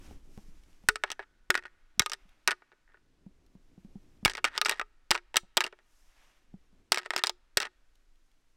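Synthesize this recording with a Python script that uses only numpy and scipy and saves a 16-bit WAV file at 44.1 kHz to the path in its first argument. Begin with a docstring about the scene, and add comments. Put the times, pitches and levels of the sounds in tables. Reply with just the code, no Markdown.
"""Open scrub: two palmate antlers are clashed and rattled in bursts, close to a camera.
Each clash is a cluster of contacts that excite the damped modes of the bone.
The hardest blows overload the microphone, and bushes and trees answer faintly by scattering.
Soft handling bumps, rustling clothes, clicks of gear and a little wind, made of shaped noise
and damped tones, fill the pauses."""
import sys
import numpy as np
from scipy import signal
from scipy.fft import rfft, irfft, next_fast_len
from scipy.io import wavfile
from scipy.ndimage import map_coordinates

SR = 44100
rng = np.random.default_rng(int(sys.argv[2]) if len(sys.argv) > 2 else 0)


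def bounce(signal):
    """Save signal as a 16-bit WAV file at the path given by the first command-line argument."""
    frames = np.transpose(np.atleast_2d(signal))
    limited = np.clip(frames, -1, 1)
    pcm = np.round(limited * 32767).astype(np.int16)
    wavfile.write(sys.argv[1], SR, pcm)


N = 377496  # length in samples

# Wind on the microphone. Each row: time in seconds, buffet level in dB before the wind gain.
WIND_LEVEL = [(0.0, -55.5), (0.45, -53.5), (1.1, -68), (2.34, -68), (2.64, -79.5), (3.05, -70),
              (4.1, -65.5), (4.55, -70), (6.79, -67.5), (7.01, -76.5), (7.6, -65.5), (8.56, -72.5)]
# Noise colours of wind, hands, clothes and bush. Each row: frequency in Hz, relative density in dB per Hz.
WIND_COLOUR = [(10, -5.5), (18, 3.5), (30, -6.5), (42, -12.5), (60, -19), (85, -33.5), (130, -47.5),
               (300, -120)]
RUB_COLOUR = [(35, -23.5), (65, 1), (100, -5), (200, -9), (300, -5.5), (450, -15.5), (1200, -32.5),
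              (2600, -88)]
CLOTH_COLOUR = [(300, -21.5), (600, -5.5), (1500, -4.5), (2700, -6), (4300, -11.5), (5700, -8),
                (8800, -14.5), (12800, -18), (16000, -30)]
AIR_COLOUR = [(60, -19.5), (110, -9.5), (180, -16.5), (300, -10), (400, -16), (900, -19.5), (1600, -19),
              (4000, -23.5), (7000, -28), (12000, -37), (16000, -46)]
# Shifts of the arms. Each row: middle in seconds, length in seconds, then in dB the rub of the hands,
# the swish of the sleeves and the hiss of the fabric.
ARM_MOVES = [(0.062, 0.16, -55.5, -62, -62.5), (0.38, .2, -62.5, -71.5, -67), (.68, 0.55, -70, -73, -72.5),
             (1.309, .5, -78, -86, -94), (1.801, 0.33, -83, -78.5, -88.5), (2.279, .4, -80, -71.5, -80),
             (3.297, 0.49, -72, -100, -100), (4.02, 0.8, -67, -77.5, -77), (6.0, .22, -94, -77.5, -70),
             (6.234, 0.24, -96, -67.5, -72.5), (6.7, 0.49, -74, -80.5, -84), (7.8, .25, -96, -93, -86),
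             (8.248, 0.57, -107, -100, -82)]
# Tiny clicks of gear. Each row: time in seconds, nominal peak level in dB.
GEAR_TICKS = [(0.636, -55), (.73, -59), (2.291, -55), (3.464, -58), (7.955, -56), (8.157, -62.5),
              (8.315, -62.5)]
# Handling bumps. Each row: time in seconds, low thud in dB, dull tap in dB.
HANDLING_BUMPS = [(0.11, -47.5, -44.5), (0.377, -39, -42.5), (0.483, -47.5, -67), (0.838, -49.5, -54),
                  (1.977, -47, -59), (2.254, -55.5, -75), (3.264, -36.5, -56.5), (3.552, -42.5, -57),
                  (3.778, -41.5, -58), (3.848, -39, -56), (3.956, -33, -53.5), (4.228, -34, -48),
                  (5.433, -52, -50.5), (6.54, -35, -56), (6.728, -54, -69.5)]
# Low thumps of the overloaded microphone. Each row: time in seconds, thump in dB,
# time scale of the thump in seconds, slow swing in dB.
OVERLOAD_THUMPS = [(0.888, -32, 0.0026, -33), (1.041, -50.5, 0.0017, -50), (1.501, -40.5, .0014, -51),
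                   (2.003, -28.5, 0.0011, -43.5), (4.257, -21.5, 0.0011, -30.5), (5.107, -31.5, .0012, -45),
                   (6.919, -43.5, 0.0012, -63.5), (7.571, -32, 0.001, -58)]
# Scattering by ground and near bushes, then by far trees. Each row: frequency in Hz, t60 in seconds.
SCRUB_DECAY = [(200, 0.14), (1500, 0.07), (5000, 0.15), (14000, 0.1)]
TREE_DECAY = [(200, 0.5), (1500, 2), (4000, 0.6), (8000, .35), (14000, 0.18)]
# Clearest modes of the two antlers. Each row: frequency in Hz, relative level in dB, t60 in seconds,
# share 0-1 that lives in the flat palm. The grip retunes the first row.
BONE_MODES = [(361.9, -13.5, 0.19, 0), (400, -4, 0.039, 0.4), (431.5, -8.5, 0.058, 0.1),
              (587, -8, 0.044, 0.07), (790, -8, 0.026, 0.11), (878, -6, 0.058, 0), (935, -2, 0.032, 0),
              (1250.2, -0.5, 0.054, 0.1), (1310, -4, 0.06, 0), (1465, 1.5, 0.041, 1), (1645, 0, 0.041, .5),
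              (1840, 1.5, 0.027, 0.6), (1888, 2.5, 0.022, 1), (2212, -2.5, 0.045, 0.05),
              (2528, -0.5, 0.022, 0.8), (2773, 0, 0.024, 0), (3250, -4, 0.021, 0),
              (3808, -2.5, 0.025, 0.02), (5140, -12, 0.03, 0), (5810, -5, 0.019, 0)]
# Crowd of weaker modes between them. Each row: frequency in Hz, relative level per mode in dB.
CROWD_LEVEL = [(120, -25), (300, -24.5), (700, -9.5), (1100, -9.5), (1700, -12), (2500, -7.5), (3500, -8.5),
               (5200, -9.5), (6500, -18.5), (8200, -14), (10500, -27), (13500, -30), (16000, -31.5)]
# How fast the crowd dies. Each row: frequency in Hz, t60 in seconds.
CROWD_T60 = [(150, 0.0078), (500, 0.018), (1500, 0.042), (4000, 0.022), (9000, 0.017), (15000, 0.012)]
# Where soft contacts sound most. Each row: frequency in Hz, share 0-1.
SOFT_PALM_BAND = [(1200, 0.04), (1500, .8), (1900, 0.94), (2300, 0)]
# The grip changes between clashes. 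Each row: start in seconds, how freely the palm rings in dB,
# lowest bending note in Hz, how freely that note rings in dB.
GRIPS = [(0, 7, 428, 5), (1.0, -3.5, 385, -6.5), (1.4, 10, 366, 2.5), (1.9, 0, 385, 1.5), (2.4, 3, 365, -3),
         (4.1, -2, 368, -0.5), (4.41, -0.5, 380, -0.5), (4.6, -0.5, 420, -0.5), (5.0, -3, 355, 0.5),
         (5.5, -1, 360, 0.5), (6.8, -1, 365, 2), (7.22, -8.5, 358, -2), (7.5, 0, 364, -1)]
# Tines sliding or lightly rattling: dense catches scrape, sparse ones click. Each row: start in seconds,
# end in seconds, mean grain level in dB before the overall antler gain, bright tilt in dB,
# catches per second.
TINE_CATCHES = [(1.053, 1.094, -55, -13, 400), (1.195, 1.238, -59, -16.5, 440), (1.56, 1.594, -45, -8, 640),
                (1.621, 1.685, -48.5, -6, 73), (2.872, 2.976, -68, -36, 200),
                (4.258, 4.318, -44.5, 1.5, 400), (4.331, 4.379, -44, 5, 97), (4.454, 4.485, -38.5, -9, 304),
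                (4.494, 4.54, -56, -13.5, 380), (4.539, 4.573, -45, -8, 370), (4.653, 4.729, -46, -7, 300),
                (4.735, 4.788, -52, -4, 270), (5.122, 5.165, -48.5, 4.5, 430),
                (5.611, 5.684, -40.5, -1, 105), (6.99, 7.061, -48.5, -2.5, 107),
                (7.111, 7.224, -49, -8, 220), (7.255, 7.27, -40.5, 17.5, 200),
                (7.6, 7.671, -42.5, -12, 300)]
# Antler on antler. Each row: time in seconds, blow level in dB before the overall antler gain, body tilt
# in dB (more when the palm is hit), bright tilt in dB (more when hard tines meet), frequency in Hz that
# the struck spot favours, level in dB of each bounce over the contact before.
ANTLER_BLOWS = [(0.8872, -8, -2, 6.5, 1982, -29.5), (0.9576, -27.5, 2.5, 6.5, 1330, -18),
                (1.0373, -19, 8, -10, 1446, -20.5), (1.103, -31.5, -3.5, 2, 3240, -15),
                (1.1168, -29, -4.5, 9, 3180, -9.5), (1.1934, -31, 12.5, -19.5, 1690, -9),
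                (1.5036, -9.5, -4.5, 7.5, 1552, -22.5), (1.5428, -26.5, -15, -4, 1780, -14.5),
                (1.5529, -18.5, -10.5, 1.5, 1650, -16), (1.5764, -29.5, -5, -0.5, 1960, -12),
                (1.6539, -38, -7, -11.5, 1400, -19), (1.9951, -8, -11, 9, 2146, -22.5),
                (2.02, -28, 0.5, 2, 1450, -15.5), (2.0611, -25, -7, 4, 1260, -22.5),
                (2.0972, -35.5, 10, 13, 3630, -21), (2.118, -28.5, 0, 6, 1276, -9),
                (2.134, -28.5, 3, 12, 3460, -11.5), (2.4758, -13, -7.5, 9.5, 1290, -25.5),
                (2.4822, -19, -1.5, -11, 1767, -5), (2.5086, -24, -12, 0, 1558, -19),
                (2.5154, -24.5, -1, -7.5, 1645, -5), (2.621, -51.5, 6, -28, 1910, -20),
                (2.718, -54.5, 10.5, -16, 1595, -3), (2.944, -52.5, 13, -28, 1542, -13),
                (4.25, -11.5, -7.5, 13.5, 2856, -20.5), (4.2569, -13, -5, 0.5, 2230, -20),
                (4.2789, -25, -7.5, -2.5, 1650, -18), (4.2975, -30, -3.5, 6, 3120, -11.5),
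                (4.3519, -31.5, -4, -5, 2010, -19), (4.379, -32, 3.5, -9, 1960, -6.5),
                (4.4432, -15.5, -10.5, -10.5, 2260, -20.5), (4.4505, -20, -12, -0.5, 3100, -11),
                (4.5778, -20.5, -4, 2, 5100, -22.5), (4.6145, -17, -3, 2.5, 1260, -23.5),
                (4.6496, -25.5, 4, 11, 5100, -6.5), (4.6581, -19.5, -7.5, -12.5, 1380, -13),
                (4.6626, -25.5, 3, 10.5, 1460, -11.5), (4.6848, -29, 1, 1.5, 1830, -7.5),
                (4.695, -17, 2.5, 7, 1900, -13.5), (4.7119, -28, 12, 4.5, 898, -13.5),
                (4.7212, -28, -2.5, -2, 3870, -5), (4.7963, -24, -5, -10, 1223, -22.5),
                (4.8139, -27, 0, -12, 1310, -22), (5.1072, -17, 3, 8, 4973, -19),
                (5.1125, -13, -6.5, 2, 2900, -11), (5.1458, -31.5, 13.5, 1, 1880, -13.5),
                (5.1518, -23, -2, -10, 2670, -9), (5.177, -35.5, -0.5, -7.5, 1860, -8.5),
                (5.343, -31.5, 10, -6.5, 940, -8), (5.3585, -21, -4, -5.5, 1900, -11.5),
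                (5.3683, -11, -7, 10, 3170, -16), (5.57, -15, -0.5, 11, 3090, -21),
                (5.575, -14.5, 4, 1.5, 3180, -20), (5.6064, -18, -5, 0.5, 1710, -7),
                (5.641, -24.5, 0.5, 2, 2840, -8), (5.6659, -33, 9, -4, 1620, -16),
                (5.726, -45, 13, -14, 1446, -10), (5.789, -56.5, 12, -5, 1430, -7),
                (6.92, -10.5, 0.5, 10, 2258, -16), (6.9448, -25, -2.5, 6, 1890, -15),
                (6.9592, -32, -9, 5.5, 1850, -9), (6.9741, -23, -5, -7, 1860, -14.5),
                (6.9825, -28.5, -1, 3.5, 1780, -6), (7.0604, -33, 6.5, -1.5, 1915, -12.5),
                (7.1058, -22, 0.5, -5, 1795, -31), (7.136, -29, 8, -4.5, 1890, -19),
                (7.163, -20, 2.5, 7, 4900, -21.5), (7.178, -30, -4.5, 5.5, 2340, -1),
                (7.2375, -16, 0.5, 1, 3920, -10.5), (7.2701, -21, 4, 11, 3890, -14),
                (7.2952, -23.5, 7.5, 11, 1885, -25.5), (7.572, -12, -0.5, 8, 5490, -14),
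                (7.602, -25, -4, 4, 1546, -17), (7.616, -32.5, 0, 4.5, 1700, 2),
                (7.6529, -32, -2, -2.5, 1840, -10)]

TOP_HZ = 16300  # the sound holds nothing above about 16 kHz
HISS_HZ = 4200  # where the swish gives way to the hiss
PALM_HZ = 1810  # bounces and slips ring the palm most
DETUNE = .018  # spread, as a share, of the tine modes under a new grip; the palm keeps its pitch
# tines spring apart and meet again: first flight, next flight over it, its random spread, treble lost
BOUNCE_S, BOUNCE_SHRINK, BOUNCE_SPREAD, BOUNCE_DULL_DB = .007, 0.95, .06, 3.5


def amp(db):
    """Logarithmic level: decibels to an amplitude gain."""
    return np.exp(np.asarray(db) * (np.log(10) / 20))


def unit(x):
    """Normalised power: scale to rms 1."""
    return x / np.sqrt(np.mean(x ** 2) + 1e-20)


def along(points, hz):
    """Logarithmic pitch: interpolate (Hz, value) points on a log axis."""
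    f, v = np.transpose(points)
    return np.interp(np.log(hz + 1), np.log(f + 1), v)


def curve(rows):
    """Linear interpolation: one value per sample from (seconds, value) rows."""
    return np.interp(np.arange(N) / SR, *np.transpose(rows))


def wobble(rate):
    """Slow random fluctuation: a smooth curve through rate random knots a second."""
    knots = rng.standard_normal(int(N * rate / SR) + 4)
    return map_coordinates(knots, [np.arange(N) * rate / SR])


def filtered(x, response):
    """Linear filtering: the spectrum of x times a response of frequency."""
    m = next_fast_len(N + SR // 2)
    spectrum = rfft(x, m) * response(np.fft.rfftfreq(m, 1 / SR))
    return irfft(spectrum, m)[:N]


def noise(spectrum):
    """Spectral shaping: random noise of rms 1 with the given colour."""
    white = rng.standard_normal(N)
    return unit(filtered(white, lambda hz: amp(along(spectrum, hz))))


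def placed(times, sounds):
    """Superposition: add each sound to the time line at its moment."""
    out = np.zeros(N + SR)
    for s, sound in zip(times, sounds):
        out[round(s * SR):][:len(sound)] += sound
    return out[:N]


def movements():
    """Amplitude modulation: rub, swish and hiss swell and fade as bell curves with each arm move."""
    middle, length, *levels_db = np.transpose(ARM_MOVES)
    from_middle = np.arange(N) / SR - middle[:, None]
    swells = np.exp(-2 * (from_middle / length[:, None]) ** 2)
    return np.sqrt(amp(levels_db) ** 2 @ swells ** 2)  # moves that overlap add in power


def surroundings(wind_db=5, rub_db=0, cloth_db=0, air_db=-78.0, lumps_db=3):
    """Turbulence and friction as modulated noise: wind on the microphone, hands, clothes, faint bush hiss."""
    grip_db, folds_db = 2.5 * wobble(22), 1.3 * wobble(35)
    rubbing, swishing, hissing = movements()
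    wind = amp(curve(WIND_LEVEL) + wind_db + lumps_db * wobble(8)) * noise(WIND_COLOUR)
    rub = rubbing * amp(rub_db + grip_db) * noise(RUB_COLOUR)
    fabric = noise(CLOTH_COLOUR)
    swish = filtered(fabric, lambda hz: 1 / (1 + (hz / HISS_HZ) ** 6))
    hiss = fabric - swish
    cloth = amp(cloth_db + folds_db) * (swishing * swish + hissing * hiss)
    return wind + rub + cloth + amp(air_db) * noise(AIR_COLOUR)


def ticks(t60=0.021):
    """Impulsive excitation: straps and buckles give thin clicks, noise under an exponential decay."""
    s, peak_db = np.transpose(GEAR_TICKS)
    t = np.arange(SR // 20) / SR
    # 7 dB allows for noise peaks above the rms
    decays = amp(peak_db[:, None] - 7 - 60 * t / t60)
    return placed(s, decays) * noise([(500, -25), (3000, 8), (7000, -3), (13000, -6), (16000, -20)])


def bumps(thud_hz=192, thud_t60=0.066, tap_t60=0.06):
    """Damped resonance: a soft push rings one low mode of the camera body, with a dull tap on top."""
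    s, thud_db, tap_db = np.transpose(HANDLING_BUMPS)
    t = np.arange(SR // 8) / SR
    hz = thud_hz * (1 + .05 * rng.standard_normal((len(s), 1)))
    thud = np.sin(2 * np.pi * hz * t) * amp(-60 * t / thud_t60) * (1 - np.exp(-t / .001))
    tap = noise([(60, 1.0), (350, -8.5), (800, -14.0), (2500, -47), (9000, -54.5)])
    tap_decays = amp(tap_db[:, None] - 60 * t / tap_t60)
    return placed(s, amp(thud_db)[:, None] * thud) + tap * placed(s, tap_decays)


def overload_thumps(swing_hz=23, swing_t60=0.15):
    """Overload and recovery: a low thump as the microphone is driven, then its slow swing back to rest."""
    s, thump_db, thump_s, swing_db = np.transpose(OVERLOAD_THUMPS)
    t = np.arange(SR // 2) / SR
    u = t / thump_s[:, None]
    thump = (2 - u) * u * np.exp(1 - u)
    swing = np.sin(2 * np.pi * swing_hz * t) * amp(-60 * t / swing_t60)
    return placed(s, amp(thump_db)[:, None] * thump + amp(swing_db)[:, None] * swing)


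def scattered(x, decay, build):
    """Diffuse scattering: weak reflections build up over milliseconds and die at a speed set by frequency."""
    # the tail ends at 1.5 s
    hz, t, z = signal.stft(rng.standard_normal(SR * 3 // 2), SR, nperseg=256)
    fade = amp(-60 * t / along(decay, hz)[:, None]) * (1 - np.exp(-t / build))
    tail = signal.istft(z * fade, SR, nperseg=256)[1]
    return signal.fftconvolve(x, tail / np.linalg.norm(tail))[:N]


def catches(scatter_db=3.5, body_db=-2, count=28):
    """Intermittent contact: tines slide or rattle in tiny uneven catches; dense ones scrape, sparse ones click."""
    rows = []
    for start, end, grain_db, bright_db, rate in TINE_CATCHES:
        when = start + (np.arange(count) + rng.random(count)) / rate
        catch_db = grain_db + scatter_db * rng.standard_normal(count)
        size_db = np.where(when < end, catch_db, -np.inf)  # silent after the end
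        rows += [(s, db, body_db, bright_db, PALM_HZ) for s, db in zip(when, size_db)]
    return rows


def contacts(count=2):
    """Inelastic rebound: each blow is followed by bounces, duller and mostly weaker, after shrinking flights."""
    rows = []
    for s, blow_db, body_db, bright_db, favour_hz, bounce_db in ANTLER_BLOWS:
        rows.append((s, blow_db, body_db, bright_db, favour_hz))
        spread = np.exp(BOUNCE_SPREAD * rng.standard_normal(count))
        flights = BOUNCE_S * BOUNCE_SHRINK ** np.arange(count) * spread
        for k, later in enumerate(np.cumsum(flights), 1):
            rows.append((s + later, blow_db + k * bounce_db, body_db, bright_db - k * BOUNCE_DULL_DB, PALM_HZ))
    return rows


def antler_modes(count=260):
    """Modal density: pitch, level, decay and palm share of the clear modes and the crowd of weaker ones."""
    steps = (np.arange(count) + rng.random(count)) / count
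    hz = 100 + (TOP_HZ - 100) * steps ** 1.6
    crowd = np.transpose([hz, along(CROWD_LEVEL, hz), along(CROWD_T60, hz), np.zeros(count)])
    return np.vstack([BONE_MODES, crowd]).T


def mode_strengths(hits, modes, palm_db, spot_db=3.5, focus_db=9.0, focus_octaves=0.052, sharpen=0.32,
                   soft_palm_db=3):
    """Modal participation: each contact lands on a new spot and drives modes with new strengths and signs."""
    _, blow_db, body_db, bright_db, favour_hz = hits.T[:, :, None]
    hz, mode_db, _, palm_share = modes
    # the broad palm gives body, hard tines give treble
    body = body_db * along([(600, 0.96), (1300, 0.015)], hz)
    bright = bright_db * along([(1800, 0.013), (6000, 0.99)], hz)
    # a stronger blow is shorter and reaches higher
    top = sharpen * (np.maximum(blow_db, -80) + 20.5) * along([(8000, 0), (14000, 1)], hz)
    softness = np.interp(blow_db, [-40, -20], [1, 0])
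    palm = palm_db * palm_share + soft_palm_db * softness * along(SOFT_PALM_BAND, hz)
    # modes that swing widely at the struck spot take most of the blow
    spot = focus_db * np.exp(-.5 * (np.log2(hz / favour_hz) / focus_octaves) ** 2)
    spot = spot + spot_db * rng.standard_normal(spot.shape)
    signs = np.sign(rng.standard_normal(spot.shape))
    return signs * amp(mode_db + body + bright + top + palm + spot)


def mode_fades(modes, attack=.00005, crack=1.0, crack_time=.0012):
    """Exponential damping: each mode dies at its own speed, after a sharp crack from the struck spot."""
    hz, _, t60, _ = modes
    t = np.arange(SR // 9) / SR
    fades = amp(-60 * t / t60[:, None]) * (1 - np.exp(-t / attack))
    crack_share = along([(500, 0.1), (4000, 1.1), (12000, 2.3)], hz)[:, None]
    return fades * (1 + crack * crack_share * np.exp(-t / crack_time))


def mode_tones(modes, low_hz, low_db, size):
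    """Boundary conditions: the grip shifts the tine modes and sets pitch and level of the lowest bending note."""
    hz, _, _, palm_share = modes
    held_hz = hz * (1 + DETUNE * (1 - palm_share) * rng.standard_normal(len(hz)))
    held_hz[0] = low_hz
    radians_per_sample = np.float32(2 * np.pi * held_hz / SR)
    tones = np.sin(np.outer(radians_per_sample, np.arange(size, dtype=np.float32)))
    tones[0] *= amp(low_db)
    return tones


def antlers(gain_db=-2.0, bass_cut_hz=250):
    """Modal superposition: blows, bounces and catches ring the same bone, held in the grip of the moment."""
    every_hit, modes = np.vstack([contacts(), catches()]), antler_modes()
    grip_of_hit = np.searchsorted(np.transpose(GRIPS)[0], every_hit[:, 0]) - 1
    clash, fades = np.zeros(N), mode_fades(modes)
    for k, (_, palm_db, low_hz, low_db) in enumerate(GRIPS):
        hits = every_hit[grip_of_hit == k]
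        strengths = mode_strengths(hits, modes, palm_db)
        rings = strengths @ (fades * mode_tones(modes, low_hz, low_db, size=fades.shape[1]))
        # the blow sets the level of the first four milliseconds
        onset = np.sqrt(np.mean(rings[:, :SR // 250] ** 2, axis=1))
        gains = amp(hits[:, 1] + gain_db) / onset
        clash += placed(hits[:, 0], rings * gains[:, None])
    # narrow bone radiates little bass
    return signal.sosfilt(signal.butter(3, bass_cut_hz, 'high', fs=SR, output='sos'), clash)


def scene():
    """Superposition: the small sounds around, echoes from bushes and trees, and the antlers."""
    clash = antlers()
    near = amp(-33.5) * scattered(clash, SCRUB_DECAY, build=0.01)
    far = amp(-49.5) * scattered(clash, TREE_DECAY, build=0.032)
    return (surroundings() + ticks() + bumps() + overload_thumps() + far + near + clash)[None]


def record(dry, ceiling=.345):
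    """Saturation: the hardest peaks are flattened; the sound holds nothing above about 16 kHz."""
    flattened = dry[0] / (1 + np.abs(dry[0] / ceiling) ** 8) ** (1 / 8)
    return filtered(flattened, lambda hz: 1 / np.sqrt(1 + (hz / TOP_HZ) ** 200))[None]


dry = scene()
out = record(dry)
bounce(out)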